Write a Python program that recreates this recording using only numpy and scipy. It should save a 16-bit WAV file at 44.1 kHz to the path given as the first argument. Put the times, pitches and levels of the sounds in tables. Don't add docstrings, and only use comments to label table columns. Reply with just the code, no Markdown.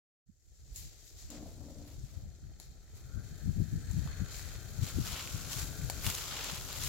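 import sys
import numpy as np
from scipy import signal
from scipy.fft import rfft, irfft, next_fast_len
from scipy.io import wavfile
from scipy.ndimage import map_coordinates

SR = 44100
rng = np.random.default_rng(int(sys.argv[2]) if len(sys.argv) > 2 else 0)


def int16_out(signal):
    q = np.round(np.clip(np.atleast_2d(signal).T, -1, 1) * 32767)
    wavfile.write(sys.argv[1], SR, q.astype(np.int16))


N = 303408

# t/s, level/dB, f/Hz, left minus right/dB
WIND_THUDS = [(0.298, -50, 192, -28), (0.723, -41.5, 46.4, -23), (1.985, -40.5, 110, 25),
              (2.042, -37.5, 121, 31), (2.176, -35.5, 83, 34), (3.191, -33, 111, 21), (3.49, -29.5, 76, 16),
              (3.572, -31, 172, 22), (3.615, -24.5, 151, 35), (3.737, -29.5, 168, 21),
              (3.775, -33.5, 109.5, 25), (3.943, -33.5, 143, 0), (3.977, -29.5, 113, 10),
              (4.059, -30.5, 138, -28), (4.218, -29.5, 183, 21), (4.79, -35, 129.7, 31),
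              (4.833, -30.5, 123, 21), (4.966, -39, 102.1, 1), (4.987, -26, 275, 32),
              (5.013, -28.5, 95, 30), (5.35, -30, 120, 13), (5.576, -31.5, 107.3, 18),
              (5.84, -35, 124.4, 13), (6.077, -30, 112, 30), (6.533, -34.5, 151, 27)]
RING_CYCLES = 14


def amp(db):
    return 10 ** (np.asarray(db) / 20)


def unit(x):
    return x / np.sqrt(np.mean(x ** 2) + 1e-20)


def along(points, hz):
    f, v = np.transpose(points)
    return np.interp(np.log(hz + 1), np.log(f + 1), v)


def curves(rows):
    s, *cols = np.transpose(rows)
    return [np.interp(np.arange(N) / SR, s, c) for c in cols]


def wobble(rate):
    return map_coordinates(rng.standard_normal(int(N * rate / SR) + 4), [np.arange(N) * rate / SR])


def filtered(x, response):
    m = next_fast_len(N + SR // 2)
    return irfft(rfft(x, m) * response(np.fft.rfftfreq(m, 1 / SR)), m)[..., :N]


def coloured(x, spectrum):
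    return filtered(x, lambda hz: amp(along(spectrum, hz)) * np.minimum(hz / spectrum[0][0], 1) ** 2)


def panned(lean_db):
    gains = amp(np.array([[.5], [-.5]]) * lean_db)
    return gains / np.sqrt(np.mean(gains ** 2, axis=0))


def spread(pair):
    # f/Hz, left-right likeness
    likeness = [(300, 1), (650, 0.86), (1400, 0.57), (3100, 0.2), (6000, 0.027), (15000, 0.15)]
    turn = lambda hz: np.arccos(np.clip(along(likeness, hz), -1, 1)) / 2
    mid, side = filtered(pair, lambda hz: np.array([np.cos(turn(hz)), np.sin(turn(hz))]))
    return np.array([mid + side, mid - side])


def add(track, s, sound):
    start = max(round(s * SR), 0)
    part = track[:, start:start + sound.shape[-1]]
    part += sound[..., :part.shape[1]]


def burst(s, hold, attack, t60):
    t = np.arange(N) / SR - s
    return np.clip(1 + t / attack, 0, 1) ** 2 * amp(-60 * np.clip((t - hold) / t60, 0, 2))


def fractures(rate, size_db, life):
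    sizes = amp(size_db * np.minimum(rng.exponential(size=N), 4.2))
    hits = rng.random(N) < rate / SR
    power = signal.lfilter([1], [1, -np.exp(-2 / (life * SR))], hits * sizes ** 2)
    return power / power.mean()


def wind_strength():
    # t/s, level/dB
    breeze = [(0.42, -72.5), (0.78, -59), (1.12, -64.5), (1.48, -55), (2.06, -55.5), (2.51, -57.5),
              (2.99, -59), (3.2, -51), (3.9, -49), (4.3, -56), (4.75, -52.5), (6.32, -52), (6.62, -56),
              (6.88, -48.5)]
    breeze_db, = curves(breeze)
    t, half_width_s = np.arange(N) / SR, 0.025
    gusts = sum(amp(db - 9) ** 2 / (1 + ((t - s) / half_width_s) ** 2) ** 2
                for s, db, _, _ in WIND_THUDS)
    return 10 * np.log10(amp(breeze_db + 7.5) ** 2 + gusts)


def wind():
    # f/Hz, gain/dB
    rumble = [(15, -25), (30, 4.5), (80, 6), (130, -3), (200, -18.5), (400, -32.5), (900, -81)]
    # f/Hz, gain/dB
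    burble = [(90, 2.5), (150, 0), (220, -10.5), (330, -20), (600, -40), (1200, -61)]
    wind_db = wind_strength()
    lean_db = np.clip(3.0 + 0.61 * (wind_db + 50.5), 0, 12)
    swirl_db = 4.23 * np.tanh(wobble(20)) + 2 * np.tanh([wobble(30), wobble(30)])
    turbulence = lambda spectrum: unit(coloured(amp(swirl_db) * rng.standard_normal((2, N)), spectrum))
    air = amp(wind_db) * panned(lean_db) * turbulence(rumble)
    air += amp(1.89 * (wind_db + 42.0) - 43.0) * panned(14.0) * turbulence(burble)
    t = np.arange(-SR // 20, SR // 20) / SR
    for s, db, hz, side_db in WIND_THUDS:
        swing = np.sin(2 * np.pi * (hz * t + rng.random()))
        swell = np.hanning(len(t)) / (1 + (1.45 * hz * t) ** 2)
        add(air, s - 1 / 20, amp(db + 2.0) * panned(side_db) * swing * swell)
    return air


def litter_levels():
    # t/s, level/dB
    stirring = [(0.3, -82.5), (0.47, -74), (0.7, -66.5), (0.91, -64), (1.98, -65.5), (2.25, -71),
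                (2.99, -69.5), (3.28, -64), (3.8, -62.5), (4.5, -61.5), (4.75, -57.5), (5.06, -50.5),
                (5.55, -51.5), (5.72, -53.5), (6.0, -52.5), (6.27, -51), (6.88, -49.5)]
    # t/s, closeness (0 far, 1 near)
    approach = [(0.3, 0.044), (2.6, 0.17), (3.4, 0.64), (6.5, 0.97)]
    # t/s, hold/s, rustle/dB, crush over rustle/dB, flakes over rustle/dB
    crunches = [(0.773, 0.016, -53.5, -13.5, 2.5), (0.81, 0.048, -58, -15, -14),
                (1.062, 0.017, -58.5, -21, -3), (1.189, 0.038, -55, -12, -7),
                (1.312, 0.048, -57, -0.5, -14), (1.495, 0.025, -73, 4, 5), (1.878, 0.036, -69, 6, 5.5),
                (2.049, 0.14, -66.5, -2.5, -3), (2.618, 0.018, -60.5, -12, -5),
                (2.967, 0.018, -61, -3, -2.5), (3.35, 0.4, -81, -10, 3), (3.904, 0.14, -59, -3.5, -5),
                (4.312, 0.018, -50, -4.5, -7), (4.362, 0.035, -45.5, -12, -4.5),
                (4.443, 0.11, -56, 0.5, -4), (4.839, 0.046, -49, -0.5, -3.5), (5.057, 0.067, -48.5, 2, -1),
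                (5.154, 0.05, -54, 9.5, -13), (5.29, 0.19, -61.5, 1, -12), (5.527, 0.08, -44, -3, -0.5),
                (6.057, 0.028, -41.5, 2, 3.5), (6.149, 0.074, -45, 1, -2), (6.311, 0.21, -49.5, 7.5, -18),
                (6.711, 0.037, -53.5, 6.5, -15), (6.828, 0.083, -41.5, -2, -0.5)]
    (stir_db,), (close,) = curves(stirring), curves(approach)
    crush_db, flake_db = -16.5 + 13 * close, -9.5 + 7.5 * close
    power = amp(stir_db + 3.5 + np.array([crush_db, np.zeros(N), flake_db])) ** 2
    for s, hold, db, deep_db, brittle_db in crunches:
        gains = amp([db + deep_db, db, db + brittle_db])
        power += np.outer(gains, burst(s, hold, attack=0.067, t60=0.37)) ** 2
    return np.sqrt(power)


def leaves():
    # f/Hz, gain/dB
    crush_eq = [(200, -18), (500, -4), (800, 0.5), (1200, 4), (1900, 0), (2800, 3), (3500, 3.5), (5300, -3),
                (9000, -19.5)]
    # f/Hz, gain/dB
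    rustle_eq = [(400, -17), (1000, -54), (1800, -14), (2900, -11), (4000, -4.5), (5200, -4), (6400, -3.5),
                 (7500, -2), (8400, -18), (15000, -55)]
    # f/Hz, gain/dB
    flake_eq = [(4000, -4.5), (7500, -5), (9300, -4.5), (11300, 1), (13000, -2), (15800, -3.5)]
    crushing, rustling, crumbling = litter_levels()
    near, = curves([(0.3, 0.64), (3, 0.68), (4.4, 0.77), (6, 0.85)])
    clusters = 1.15 + fractures(rate=200, size_db=1.5, life=0.025)
    shared = fractures(rate=540, size_db=-1.5, life=0.0045)

    def crackle(own, spectrum):
        grains = clusters * (shared + own)
        power = 1 - near + near * grains / grains.mean()
        return unit(coloured(spread(np.sqrt(power) * rng.standard_normal((2, N))), spectrum))

    crush = crushing * crackle(fractures(rate=270, size_db=2.0, life=0.0027), crush_eq) * panned(1.7)
    rustle = rustling * crackle(fractures(rate=390, size_db=-0.5, life=0.0027), rustle_eq) * panned(3.3)
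    flakes = crumbling * crackle(fractures(rate=1100, size_db=-3.0, life=0.0011), flake_eq) * panned(3.6)
    return crush + rustle + flakes + stalks(crushing)


def stalks(pressure):
    count, t = 1100, np.arange(SR // 100) / SR
    track = np.zeros((2, N))
    draws = zip(rng.random((count, 3)), rng.standard_normal((count, 2)))
    for (when, chance, size), (pitch, lean) in draws:
        force = pressure[int(when * N)]
        if chance < force / amp(-50):
            hz = 3250 * np.exp(.19 * pitch)
            tick = np.sin(2 * np.pi * hz * t) * amp(-60 * t * hz / RING_CYCLES)
            add(track, when * N / SR, force * amp(5.5 + 8 * size ** 2) * tick * panned(3 * lean))
    return track


def gear_whine():
    # t/s, f/Hz
    speed = [(0.3, 1433), (2.95, 1355), (3.17, 1441), (3.4, 1643), (3.85, 1689), (4.07, 1660), (4.28, 1432),
             (4.47, 1399), (4.63, 1565), (4.9, 1360), (5.25, 1373), (5.78, 1531), (6.4, 1285), (6.75, 1365)]
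    # t/s, level/dB
    loudness = [(0.25, -110), (0.8, -86), (2.9, -79), (3.17, -60), (3.29, -68), (3.42, -62), (3.55, -72.5),
                (3.83, -60), (3.97, -66), (4.2, -55.5), (4.45, -64), (5.3, -56), (5.8, -56), (6.3, -55.5),
                (6.7, -58)]
    # multiple of the mesh rate, level/dB
    partials = [(0.195, -5.5), (0.28, -6.5), (0.37, -7), (0.43, -9.5), (0.499, -11), (0.785, -7),
                (0.87, -12), (0.929, -2), (1, 0.5), (1.08, -1.5)]
    (mesh_hz,), (whine_db,) = curves(speed), curves(loudness)
    rates = [mesh_hz * detune * (1 + .006 * wobble(14) + .011 * wobble(350)) for detune in (.988, 1.012)]
    phase_a, phase_b = 2 * np.pi * np.cumsum(rates, axis=1) / SR
    whine = np.zeros((2, N))
    for multiple, db in partials:
        blur = 1.1 * np.array([wobble(26 * multiple), wobble(26 * multiple)])
        whine += amp(db) * (np.sin(multiple * phase_a + blur) + np.sin(multiple * phase_b - blur))
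    return amp(whine_db) * unit(whine)


def rattle(modes):
    knocks = np.sqrt(0.5 + fractures(rate=430, size_db=3.5, life=0.0056)) * rng.standard_normal((2, N))
    power = lambda f: sum(amp(db) ** 2 / (1 + (2 * (f - hz) / width) ** 4) for hz, width, db in modes)
    return unit(filtered(knocks, lambda f: np.sqrt(power(f))))


def drive():
    # f/Hz, width/Hz, level/dB
    frame = [(298, 71, 4), (399, 150, 5.5), (635, 304, 4)]
    # f/Hz, width/Hz, level/dB
    housing = [(1680, 800, 2), (2520, 240, -3.5), (3115, 310, -1), (3600, 310, -1.5), (4290, 190, 5.5),
               (5900, 280, -11), (6700, 650, -2)]
    # t/s, frame/dB, housings/dB
    shake = [(0.3, -88.5, -82), (0.8, -71.5, -74.5), (2.9, -70, -70.5), (3.25, -65.5, -65),
             (3.8, -68.5, -62), (4.2, -63, -54), (4.75, -60, -60), (5.8, -58.5, -62)]
    frame_db, housing_db = curves(shake)
    whine = gear_whine()
    rolling = amp(frame_db) * rattle(frame) + amp(housing_db) * rattle(housing)
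    return spread(whine + rolling) * panned(1.4)


def hollow(x):
    # f/Hz, half width/Hz, gain/dB
    dips = [(1080, 150, -3.5), (2860, 170, -7.5), (3420, 120, -6), (5350, 450, -2.5)]
    # t/s, wet share
    hollowness = [(2, 0.5), (3.1, 1), (4.75, 0.9), (5.05, 0.05), (5.55, 0.1), (5.67, 1), (5.98, 0.95),
                  (6.05, 0.05)]
    wet, = curves(hollowness)
    dip_db = lambda f: sum(db * np.exp(-((f - hz) / width) ** 2) for hz, width, db in dips)
    return (1 - wet) * x + wet * filtered(x, lambda f: amp(dip_db(f)))


def snaps():
    # t/s, splinter/dB, wood/dB, wood f/Hz, left minus right/dB
    breaks = [(0.76, -31, -60, 3000, 5), (1.303, -36, -58, 1480, 3), (2.600, -36, -50, 752, 8),
              (3.913, -36, -50, 822, 6), (4.062, -53, -46, 660, 0), (4.075, -44, -40, 1150, 7),
              (4.345, -52, -38.5, 2380, 11), (4.395, -42, -37.5, 1880, 4), (4.832, -34, -58, 2985, 4),
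              (4.901, -44, -39.5, 1500, 2), (5.069, -39, -26.5, 4880, 6), (5.164, -43, -29.5, 3190, -1),
              (5.195, -46, -34, 3430, -3), (5.275, -50, -30, 2580, 1), (5.8992, -18, -30.5, 780, 2.5),
              (6.066, -24, -21, 2930, 1), (6.101, -22.5, -25, 3440, -1), (6.151, -26, -22, 7200, 0),
              (6.409, -35, -33.5, 2600, 9), (6.444, -26.5, -28.5, 2957, -2), (6.729, -33, -27, 4260, 7),
              (6.786, -33, -38, 3638, 9)]
    # f/Hz, gain/dB
    splinter_eq = [(1500, -22), (3100, -15), (4400, -3), (5500, -7), (7400, 2), (8600, -14), (11000, -9),
                   (15800, -13)]
    # multiple of the wood pitch, level/dB
    modes = [(1, 0), (1.17, -7), (2.25, -8), (2.9, -7)]
    splinters, wood = np.zeros((2, 2, N))
    t = np.arange(SR // 6) / SR
    crack_and_spray = amp(-60 * t / 0.0045) + amp(-10.5 - 60 * t / 0.047)
    for s, db, wood_db, hz, lean_db in breaks:
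        crack = amp(db + 3.0) * crack_and_spray * rng.standard_normal((2, len(t)))
        ring = sum(amp(mode_db) * np.sin(2 * np.pi * hz * multiple * t) for multiple, mode_db in modes)
        add(splinters, s, crack * panned(lean_db))
        add(wood, s, ring * amp(wood_db - 60 * t * hz / RING_CYCLES) * panned(lean_db))
    return coloured(splinters, splinter_eq) + wood


def trunk_echo(x):
    # f/Hz, t60/s
    decay = [(200, 0.089), (700, 0.2), (2500, 1), (7000, 0.32), (15000, 0.21)]
    hz, t, noise = signal.stft(rng.standard_normal((2, SR // 2)), SR, nperseg=256)
    tail = signal.istft(noise * amp(-60 * t / along(decay, hz)[:, None]), SR, nperseg=256)[1]
    send_db, = curves([(0.7, 2.5), (2.6, -3.5), (4.5, -0.5), (5.9, -13)])
    return signal.fftconvolve(x * amp(send_db), tail / np.linalg.norm(tail[0]), axes=1)[:, :N]


def scrapes():
    # t/s, hold/s, level/dB
    drags = [(1.334, 0.14, -49), (1.597, 0.21, -52.5), (1.88, 0.043, -60.5), (2.148, 0.025, -60.5)]
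    # f/Hz, gain/dB
    drone_eq = [(150, -9), (250, 2), (268, -9), (288, 7), (325, -5), (430, -11.5), (550, -5.5), (680, -7.5),
                (820, -15), (1000, -20.5), (2500, -38)]
    slips = np.sqrt(.5 + fractures(rate=220, size_db=1.5, life=0.009)) * rng.standard_normal((2, N))
    power = sum((amp(db) * burst(s, hold, attack=0.064, t60=0.44)) ** 2 for s, hold, db in drags)
    return np.sqrt(power) * unit(coloured(spread(slips), drone_eq)) * panned(2.0)


def bird():
    # t/s, length/s, start f/Hz, end f/Hz, level/dB
    calls = [(1.55, 0.04, 8900, 7950, -70), (1.755, 0.04, 8900, 7950, -71), (2.01, 0.06, 8800, 7700, -71),
             (3.725, 0.23, 8200, 7950, -68)]
    song = np.zeros((2, N))
    for s, length, start_hz, end_hz, db in calls:
        count = int(length * SR)
        phase = 2 * np.pi * np.cumsum(np.linspace(start_hz, end_hz, count)) / SR
        add(song, s, amp(db) * np.sqrt(np.hanning(count)) * np.sin(phase))
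    return song


def scene():
    twigs, song = snaps(), bird()
    chair = hollow(leaves() + drive()) + twigs + scrapes()
    return chair + song + trunk_echo(twigs + amp(-13) * song) + wind()


def record(dry):
    top_hz = 15900
    opening, = curves([(0.257, 0), (0.28, 1)])
    held, = curves([(0.4, 0.61), (0.75, 0.24)])
    mids = filtered(dry, lambda hz: along([(300, 0), (700, 1), (4000, 1), (7000, 0)], hz))
    return filtered((dry - held * mids) * opening, lambda hz: hz < top_hz)


dry = scene()
out = record(dry)
int16_out(out)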